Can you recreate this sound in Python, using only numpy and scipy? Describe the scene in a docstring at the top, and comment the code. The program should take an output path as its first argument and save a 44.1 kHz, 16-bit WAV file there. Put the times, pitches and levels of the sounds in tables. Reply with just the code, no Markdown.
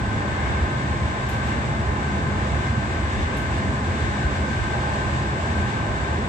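"""Train carriage at speed

Inside a passenger train on welded track, at a window seat: the floor booms and the carriage drones as
resonant and coloured noise; wheel and rail roar later on the left and howl on rippled rail; air hisses.
Gears and motors sing faintly as wavering sines, the trim ticks as noise bursts and a panel seam squeaks once.
"""
import sys
import numpy as np
from scipy import signal
from scipy.fft import rfft, irfft
from scipy.io import wavfile
from scipy.ndimage import uniform_filter1d

SR = 44100
rng = np.random.default_rng(int(sys.argv[2]) if len(sys.argv) > 2 else 0)


def int16_out(signal):
    """Quantize to a 16-bit WAV file."""
    q = np.round(np.clip(np.atleast_2d(signal).T, -1, 1) * 32767)
    wavfile.write(sys.argv[1], SR, q.astype(np.int16))


N = 276948
TIME = np.arange(N) / SR
FREQ = np.maximum(np.arange(N // 2 + 1) * SR / N, 1)
LEFT_RIGHT = np.array([[1], [-1]])
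WINDOW_LAG_S = 0.00037  # left behind right


def undb(db):
    """Decibels to amplitude gain."""
    return 10 ** (np.asarray(db) / 20)


def curves(table):
    """Columns of a timed table, interpolated to one value a sample."""
    s, *columns = np.transpose(table)
    return [np.interp(TIME, s, column) for column in columns]


def hump(s, half_s):
    """Gaussian rise and fall around time s, 1 at its top and 1/e at half_s either side."""
    return np.exp(-((TIME - s) / half_s) ** 2)


def contour(points):
    """Gain at every frequency from (Hz, dB) points, straight over log frequency."""
    hz, db = np.transpose(points)
    return undb(np.interp(np.log(FREQ), np.log(hz), db))


def colour(points):
    """Contour that falls steeply, by the fourth power of frequency, beyond both ends."""
    inside = np.minimum(FREQ / points[0][0], points[-1][0] / FREQ)
    return contour(points) * np.minimum(1, inside) ** 4


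def resonances(modes):
    """Gain at every frequency of steep-sided (Hz, width Hz, dB) modes that add in power."""
    power = 0
    for hz, width_hz, db in modes:
        detune = (FREQ - hz) / width_hz * np.sqrt(2)
        power = power + (undb(db) / (1 + detune ** 2)) ** 2
    return np.sqrt(power)


def noise(gain, likeness=0, lag_s=0):
    """Stereo noise of a given density: a shared part, later on the left, and a diffuse part."""
    shared, left, right = rfft(rng.standard_normal((3, N))) * np.sqrt(SR / 2)
    share = np.clip(likeness, 0, 1)  # of the power
    direct = shared * np.exp(-1j * np.pi * FREQ * lag_s * LEFT_RIGHT)
    diffuse = np.array([left, right])
    return irfft(gain * (np.sqrt(share) * direct + np.sqrt(1 - share) * diffuse), N)


def steady(x, span_s):
    """Evens out the chance swells of a noise that last longer than span_s."""
    k = int(span_s * SR)
    power = uniform_filter1d(uniform_filter1d(np.mean(x ** 2, axis=0), k), k)
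    return x * np.sqrt(power.mean() / power)


def walk(rate_hz):
    """Random levels held 1 / rate_hz seconds, slewed twice and scaled to a standard deviation of 1."""
    k = int(SR / rate_hz)
    steps = np.repeat(rng.standard_normal(N // k + 1), k)
    smooth = uniform_filter1d(uniform_filter1d(steps, k), k)[:N]
    return smooth / smooth.std()


def tone(hz, db, pan_db, lead_rad, waver_db, wander_rad):
    """Machine tone whose level and phase waver at each ear as the carriage sways; db is RMS."""
    phase = 2 * np.pi * np.cumsum(hz) / SR + lead_rad * LEFT_RIGHT / 2
    phase = phase + wander_rad * np.array([walk(14), walk(20)])
    level_db = db + pan_db * LEFT_RIGHT / 2 + waver_db * np.array([walk(13), walk(17)])
    return np.sqrt(2) * undb(level_db) * np.sin(phase)


def squeak():
    """Two panels rub at their seam for a moment: a short hump of resonant noise, very high and faint."""
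    # Each row: centre in Hz, width in Hz, density in dB per Hz.
    seam_modes = [(13000, 600, -91), (14100, 550, -90)]
    return hump(s=1.477, half_s=.011) * noise(resonances(seam_modes))


def trim(tail_s=0.055, tail_db=-24, chatter_db=4.5):
    """Panels on either side slip with a tiny dry tick, then chatter briefly: decaying noise bursts."""
    # Each row: start in seconds, level before colouring in dB, left minus right in dB, decay in seconds.
    ticks = [(1.2915, -38, -11, .0007), (1.2974, -36.5, -8, .0009), (3.3712, -34, 12, .0003),
             (3.3795, -47, 6, .002), (3.3857, -46, 2, .0003), (3.551, -47, 4, .0003)]
    # Colour of the trim's ring. Each row: frequency in Hz, gain in dB.
    trim_colour = [(3000, -22), (6000, 3), (9000, 4.5), (12000, 4), (15000, -8)]
    envelope = np.zeros((2, N))
    chatter = undb(tail_db + chatter_db * walk(400))
    for s, db, pan_db, decay_s in ticks:
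        age_s = np.maximum(TIME - s, 0)
        shape = (TIME >= s) * (np.exp(-age_s / decay_s) + chatter * np.exp(-age_s / tail_s))
        envelope += undb(db + pan_db * LEFT_RIGHT / 2) * shape
    return irfft(rfft(envelope * rng.standard_normal((2, N))) * colour(trim_colour), N)


def gears():
    """Two gearboxes with wheels of slightly different size sing on mesh harmonics and beat slowly."""
    mesh_hz = 517.5
    # Each row: multiple of the mesh rate, level in dB, left minus right in dB, left phase lead in rad.
    harmonics = [(2, -48.5, 1, -0.43), (4, -53, 9, 0.89)]
    # Each row: mesh offset in Hz, level relative to the harmonic in dB.
    gearboxes = [(-0.3, -1), (1.0, -6)]
    # Slow swell of the song. Each row: time in seconds, level change in dB.
    swell_db, = curves([(0, 0.5), (.5, 1.5), (3.3, 2.5), (4.4, -1.5), (6.28, -3)])
    song = 0
    for k, db, pan_db, lead_rad in harmonics:
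        for offset_hz, box_db in gearboxes:
            hz = np.full(N, k * (mesh_hz + offset_hz))
            song = song + tone(hz, db + box_db + swell_db, pan_db, lead_rad, waver_db=2.5, wander_rad=0.3)
    return song


def drive():
    """The gears whine near their third mesh harmonic, with a fast uneven flutter and shaft-rate sidebands; a
    thin motor tone sings above."""
    shaft_hz, motor_hz = 51.7, 2189
    rasp_db, rasp_rate_hz = 2.5, 110
    # Each row: time in seconds, whine pitch in Hz.
    whine_hz, = curves([(0, 1544.5), (2.5, 1548.5), (6.28, 1551)])
    # Each row: time in seconds, whine level before flutter and waver in dB.
    whine_db, = curves([(0, -43.5), (.6, -43.5), (.85, -44), (1.15, -45), (1.5, -40), (1.76, -64),
                        (2.1, -43), (2.35, -43.5), (2.7, -43.5), (2.87, -43), (3.0, -42.5), (3.15, -58),
                        (3.35, -38), (3.48, -45), (3.6, -48), (3.95, -42), (4.08, -45), (4.26, -38),
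                        (4.4, -44), (4.55, -39), (4.7, -39), (5.0, -47.5), (5.35, -40), (5.7, -43),
                        (6.03, -40.5), (6.28, -63)])
    # Each row: shaft orders above the whine, level relative to it in dB.
    shaft_sidebands = [(-1, -15), (1, -11), (2, -13)]
    # Each row: time in seconds, thin tone's level before waver in dB.
    motor_db, = curves([(0, -67), (.5, -47), (.9, -56), (1.5, -59), (2.2, -57), (6.28, -61)])

    flutter_db = rasp_db * walk(rasp_rate_hz)
    whine = tone(whine_hz, whine_db + flutter_db, pan_db=9, lead_rad=0.91, waver_db=1.7, wander_rad=0.73)
    sidebands = 0
    for k, db in shaft_sidebands:
        side_hz = whine_hz + k * shaft_hz
        sidebands = sidebands + tone(
            side_hz, whine_db + db, pan_db=-1, lead_rad=2.2, waver_db=4.0, wander_rad=1.2)
    motor = tone(np.full(N, motor_hz), motor_db, pan_db=-2, lead_rad=-0.3, waver_db=4.0, wander_rad=0.7)
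    return whine + sidebands + motor


def howl():
    """Short ripples on the rail make it ring in a few broad resonances as the wheels run over them."""
    # Each row: centre in seconds, half length in seconds, level in dB.
    ripples = [(4.79, 0.12, -0.5), (4.94, 0.071, 2.5), (5.47, 0.089, -1), (5.877, 0.088, -4)]
    # Each row: centre in Hz, width in Hz, density before the ripple level in dB per Hz.
    howl_modes = [(600, 30, -59), (665, 26, -57), (814, 27, -54.5), (872, 31, -52), (990, 59, -59)]
    swell = np.sqrt(sum((undb(db) * hump(s, half_s)) ** 2 for s, half_s, db in ripples))
    lag_s = WINDOW_LAG_S * np.interp(FREQ, [650, 850], [.3, .9])
    ring = noise(resonances(howl_modes), likeness=0.92, lag_s=lag_s)
    return swell * steady(ring, span_s=.08)


def rolling(hiss_follows=0.3, rings_follow=0.4):
    """Rail and wheels roar in from the window side, louder on rough rail; air hisses all around."""
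    rail_level_db, wheels_level_db, rings_level_db, air_level_db = -1, -1.24, -.5, -1.3
    # Broad spectra. Each row: frequency in Hz, density before level changes in dB per Hz.
    rail_colour = [(400, -73), (650, -67.5), (830, -57.5), (900, -60), (950, -61), (1030, -58), (1130, -62),
                   (1260, -64.5), (1400, -69.5), (2200, -115)]
    wheel_colour = [(1000, -76), (1420, -78), (1600, -62.5), (1680, -62.5), (1800, -63.5), (1960, -68),
                    (2220, -68), (2480, -72.5), (2800, -72.5), (3200, -77), (3620, -74), (4100, -83.5),
                    (6000, -100)]
    air_colour = [(1000, -82), (3000, -84), (4500, -81), (5500, -84), (7200, -84), (7680, -80.5),
                  (8250, -84), (8700, -94), (9200, -105), (11500, -108), (12500, -124)]
    # Wheels and running gear. Each row: centre in Hz, width in Hz, density before level changes in dB per Hz.
    ring_modes = [(803, 7.1, -60.5), (856, 11, -58.5), (937, 15, -71.5), (1050, 40, -62.5), (1265, 72, -68),
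                  (1420, 86, -69.5), (1488, 27, -60), (1554, 38, -57), (1600, 20, -59), (1670, 7.9, -62.5),
                  (1750, 53, -61.5), (1855, 14, -66), (2204, 25, -76), (2227, 62, -70.5), (2480, 20, -69.5)]
    # Each row: centre in seconds, half length in seconds, rise of rail roar in dB, of wheel roar in dB.
    rough_rail = [(.5, 0.25, 2, 2.6), (1.435, 0.3, 1, 1.5), (1.993, 0.15, 1.5, 0.9), (2.48, .27, 1, 1),
                  (3.3, 0.36, 0, 2), (4.2, 0.26, .5, 2.9), (4.698, .17, 0, 1.5), (5.023, 0.3, 1.2, 1.5),
                  (5.7, 0.43, 1, 1.5)]
    # Each row: frequency in Hz, share of wheel power straight from the window.
    wheel_direct = [(1050, 0.28), (1250, 0.65), (1800, 0.6), (2200, 0.17), (2750, 0.27), (3400, 0.11)]
    # Hiss swell. Each row: time in seconds, level change in dB.
    air_db, = curves([(0, -0.7), (1.2, 0), (3.4, 0.4), (4.3, 1.6), (5.1, 1.2), (5.6, 0.9), (6.28, -0.6)])

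    rail_db = sum(db * hump(s, half_s) for s, half_s, db, _ in rough_rail)
    wheel_db = sum(db * hump(s, half_s) for s, half_s, _, db in rough_rail)
    rail_likeness = np.interp(FREQ, [700, 850, 1100], [.3, .7, .2])
    directness = np.interp(FREQ, *np.transpose(wheel_direct))
    rail = steady(noise(colour(rail_colour), rail_likeness, WINDOW_LAG_S), span_s=0.14)
    wheels = steady(noise(colour(wheel_colour), directness, WINDOW_LAG_S), span_s=0.4)
    rings = steady(noise(resonances(ring_modes), directness, WINDOW_LAG_S), span_s=0.17)
    air = noise(colour(air_colour))

    flutter_db = 0.63 * walk(21.87)  # the contact patches wander over the rail
    treble = undb(wheels_level_db + wheel_db) * wheels
    treble = treble + undb(air_level_db + air_db + hiss_follows * wheel_db) * air
    roar = undb(rail_level_db + rail_db) * rail
    return roar + undb(rings_level_db + rings_follow * wheel_db) * rings + treble * undb(flutter_db)


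def rumble():
    """Track unevenness shakes floor, cabin air, panels and shell: noise, mostly alike on both sides."""
    floor_level_db, cabin_level_db, panel_level_db = -3.7, -.5, -0.77
    lull_half_s = 0.021
    # Resonances. Each row: centre in Hz, width in Hz, density before level changes in dB per Hz.
    floor_modes = [(66.4, 15.5, -48.5), (74, 21, -41), (86.5, 25, -48.5)]
    cabin_modes = [(112.2, 15.4, -45), (128, 13.6, -45.5), (146.8, 8.6, -46)]
    panel_modes = [(203.5, 12.6, -47), (228.2, 18.5, -52.5), (261, 15, -60), (295, 8.6, -58),
                   (415.7, 6.3, -62), (431, 7.5, -62.5), (513.4, 19.5, -63), (570, 7.7, -66.5),
                   (666.3, 10.3, -60.5)]
    # Body shell. Each row: frequency in Hz, density before level changes in dB per Hz.
    shell_colour = [(30, -78), (50, -55.5), (130, -55), (175, -57), (265, -58.5), (315, -58), (350, -56),
                    (470, -64), (590, -61.5), (690, -63), (820, -70), (1100, -84)]
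    # Track dips jolt a bogie and the floor booms. Each row: centre and half length in seconds, rise in dB.
    jolts = [(0.025, .04, 3), (0.5, 0.075, 6.5), (0.62, 0.036, 9), (0.92, .04, 7), (1.045, 0.028, 9.5),
             (1.44, 0.031, 2.5), (1.56, .03, 6), (1.768, 0.038, 6.5), (1.905, 0.032, 8), (2.154, .04, 3.5),
             (2.347, 0.076, 5), (2.54, 0.043, 9), (2.698, 0.05, 5), (2.914, 0.044, 4.5), (3.053, 0.036, 8),
             (3.19, 0.057, 10.5), (3.496, 0.046, 5), (3.64, .065, 5.5), (3.885, 0.025, 6.5),
             (4.062, 0.074, 6.5), (4.253, 0.05, 9.5), (4.404, 0.027, 7.5), (4.6, 0.037, 4.5),
             (5.09, .08, 4), (5.53, 0.045, 3), (5.611, 0.029, 10), (6.11, .05, 5.5), (6.234, .04, 0.5)]
    # Springs unload, the boom mostly sags. Each row: centre in seconds, level change in dB.
    lulls = [(.69, -14), (.8, -1), (.99, -18), (1.18, -4), (2.78, 1), (3.11, -6), (4.17, -14), (5.73, -6)]
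    # Levels of air boom, panel drone and shell roar, the shell nearly even.
    # Each row: time in seconds, level change in dB.
    cabin_db, = curves([(0, 1), (.06, -4), (.13, 3), (.22, -1.5), (.45, -4.5), (.55, 0.5), (.75, 0),
                        (.87, 1), (1.08, 1.5), (1.15, -3.5), (1.35, 0.5), (1.48, 0), (1.58, -2),
                        (1.68, 3.5), (1.8, 0.5), (2.05, -2), (2.28, 4.5), (2.37, -1.5), (2.55, -1),
                        (2.68, 0), (2.77, 4), (2.87, -7), (3, -3), (3.13, -8), (3.35, -3.5), (3.5, -.5),
                        (3.75, 2.5), (3.85, -3.5), (4.08, 0), (4.16, -2), (4.25, 1), (4.45, -3), (4.7, 1.5),
                        (4.95, -2.5), (5.2, 1), (5.3, -2.5), (5.55, -2.5), (5.67, 1), (5.93, -5),
                        (6.05, -4.5), (6.28, -2.5)])
    panel_db, = curves([(0, 0.5), (.2, 2), (.43, -2.5), (.7, -1.5), (1.05, 1.5), (1.15, -4), (1.3, -2),
                        (1.57, 3.5), (1.7, -3), (1.8, 2.5), (1.92, -2.5), (2.15, 3.5), (2.27, 3),
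                        (2.45, 2.5), (2.65, -2.5), (2.77, 5), (2.9, 0), (3.15, -1), (3.35, 3), (3.47, -5.5),
                        (3.63, 6.5), (3.85, 0), (4.05, 2.5), (4.33, -2.5), (4.48, 4.5), (4.62, -3),
                        (4.8, -2), (5.15, -1), (5.3, -5), (5.6, 5), (5.75, -1.5), (5.92, -2.5), (6.03, -18),
                        (6.17, 2.5), (6.28, 0.5)])
    shell_db, = curves([(0, -2.5), (.12, -1), (.24, 1), (.35, -.5), (.68, 1.5), (.8, -0.5), (1.15, 0.5),
                        (1.28, -2.5), (1.42, -1), (1.95, 0), (2.2, 0), (2.62, 1), (2.79, -3.5), (2.95, 1),
                        (3.07, -2.5), (3.2, 1), (3.35, 0), (4.1, -1), (4.35, 0.5), (4.5, -1), (5.1, 0),
                        (5.27, 1), (5.68, -1), (5.85, 1), (6.15, 1), (6.28, 0)])

    jolt_db = sum(db * hump(s, half_s) for s, half_s, db in jolts)
    lull_db = sum(db * hump(s, lull_half_s) for s, db in lulls)
    floor = steady(noise(resonances(floor_modes), likeness=0.955), span_s=0.083)
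    cabin = steady(noise(resonances(cabin_modes), likeness=0.92), span_s=0.098)
    panels = steady(noise(resonances(panel_modes), likeness=0.97), span_s=0.13)
    shell_likeness = np.interp(FREQ, [400, 480], [.91, .7])
    shell = steady(noise(colour(shell_colour), shell_likeness), span_s=0.11)

    boom = undb(floor_level_db + jolt_db + lull_db) * floor + undb(cabin_level_db + cabin_db) * cabin
    return boom + undb(panel_level_db + panel_db) * panels + undb(shell_db) * shell


def scene():
    """Running noise, coloured differently on each side, with gears, motors, ticks and squeak."""
    # Each row: frequency in Hz, left minus right in dB.
    lean = [(70, -0.7), (170, -0.4), (205, 0.6), (310, -3.3), (460, 1.6), (525, -4.5), (640, -0.7),
            (720, -0.5), (790, -2), (900, 0.5), (1000, -3.5), (1180, 2), (1320, -0.5), (1480, 3), (2000, 3),
            (3050, 3.5), (3600, -0.5), (5000, -0.5), (7600, 5.5), (8600, -2)]
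    running = rumble() + rolling() + howl()
    running = irfft(rfft(running) * contour(lean) ** (LEFT_RIGHT / 2), N)
    return running + gears() + drive() + trim() + squeak()


def record(dry):
    """The microphone drops the deepest bass, and the top is cut."""
    low_cut_hz, top_hz = 48.7, 15000
    bass_cut = signal.butter(4, low_cut_hz, "high", fs=SR, output="sos")
    top_cut = signal.ellip(8, .2, 70, top_hz, fs=SR, output="sos")  # ripple dB, stopband dB
    return signal.sosfilt(top_cut, signal.sosfilt(bass_cut, dry))


dry = scene()
out = record(dry)
int16_out(out)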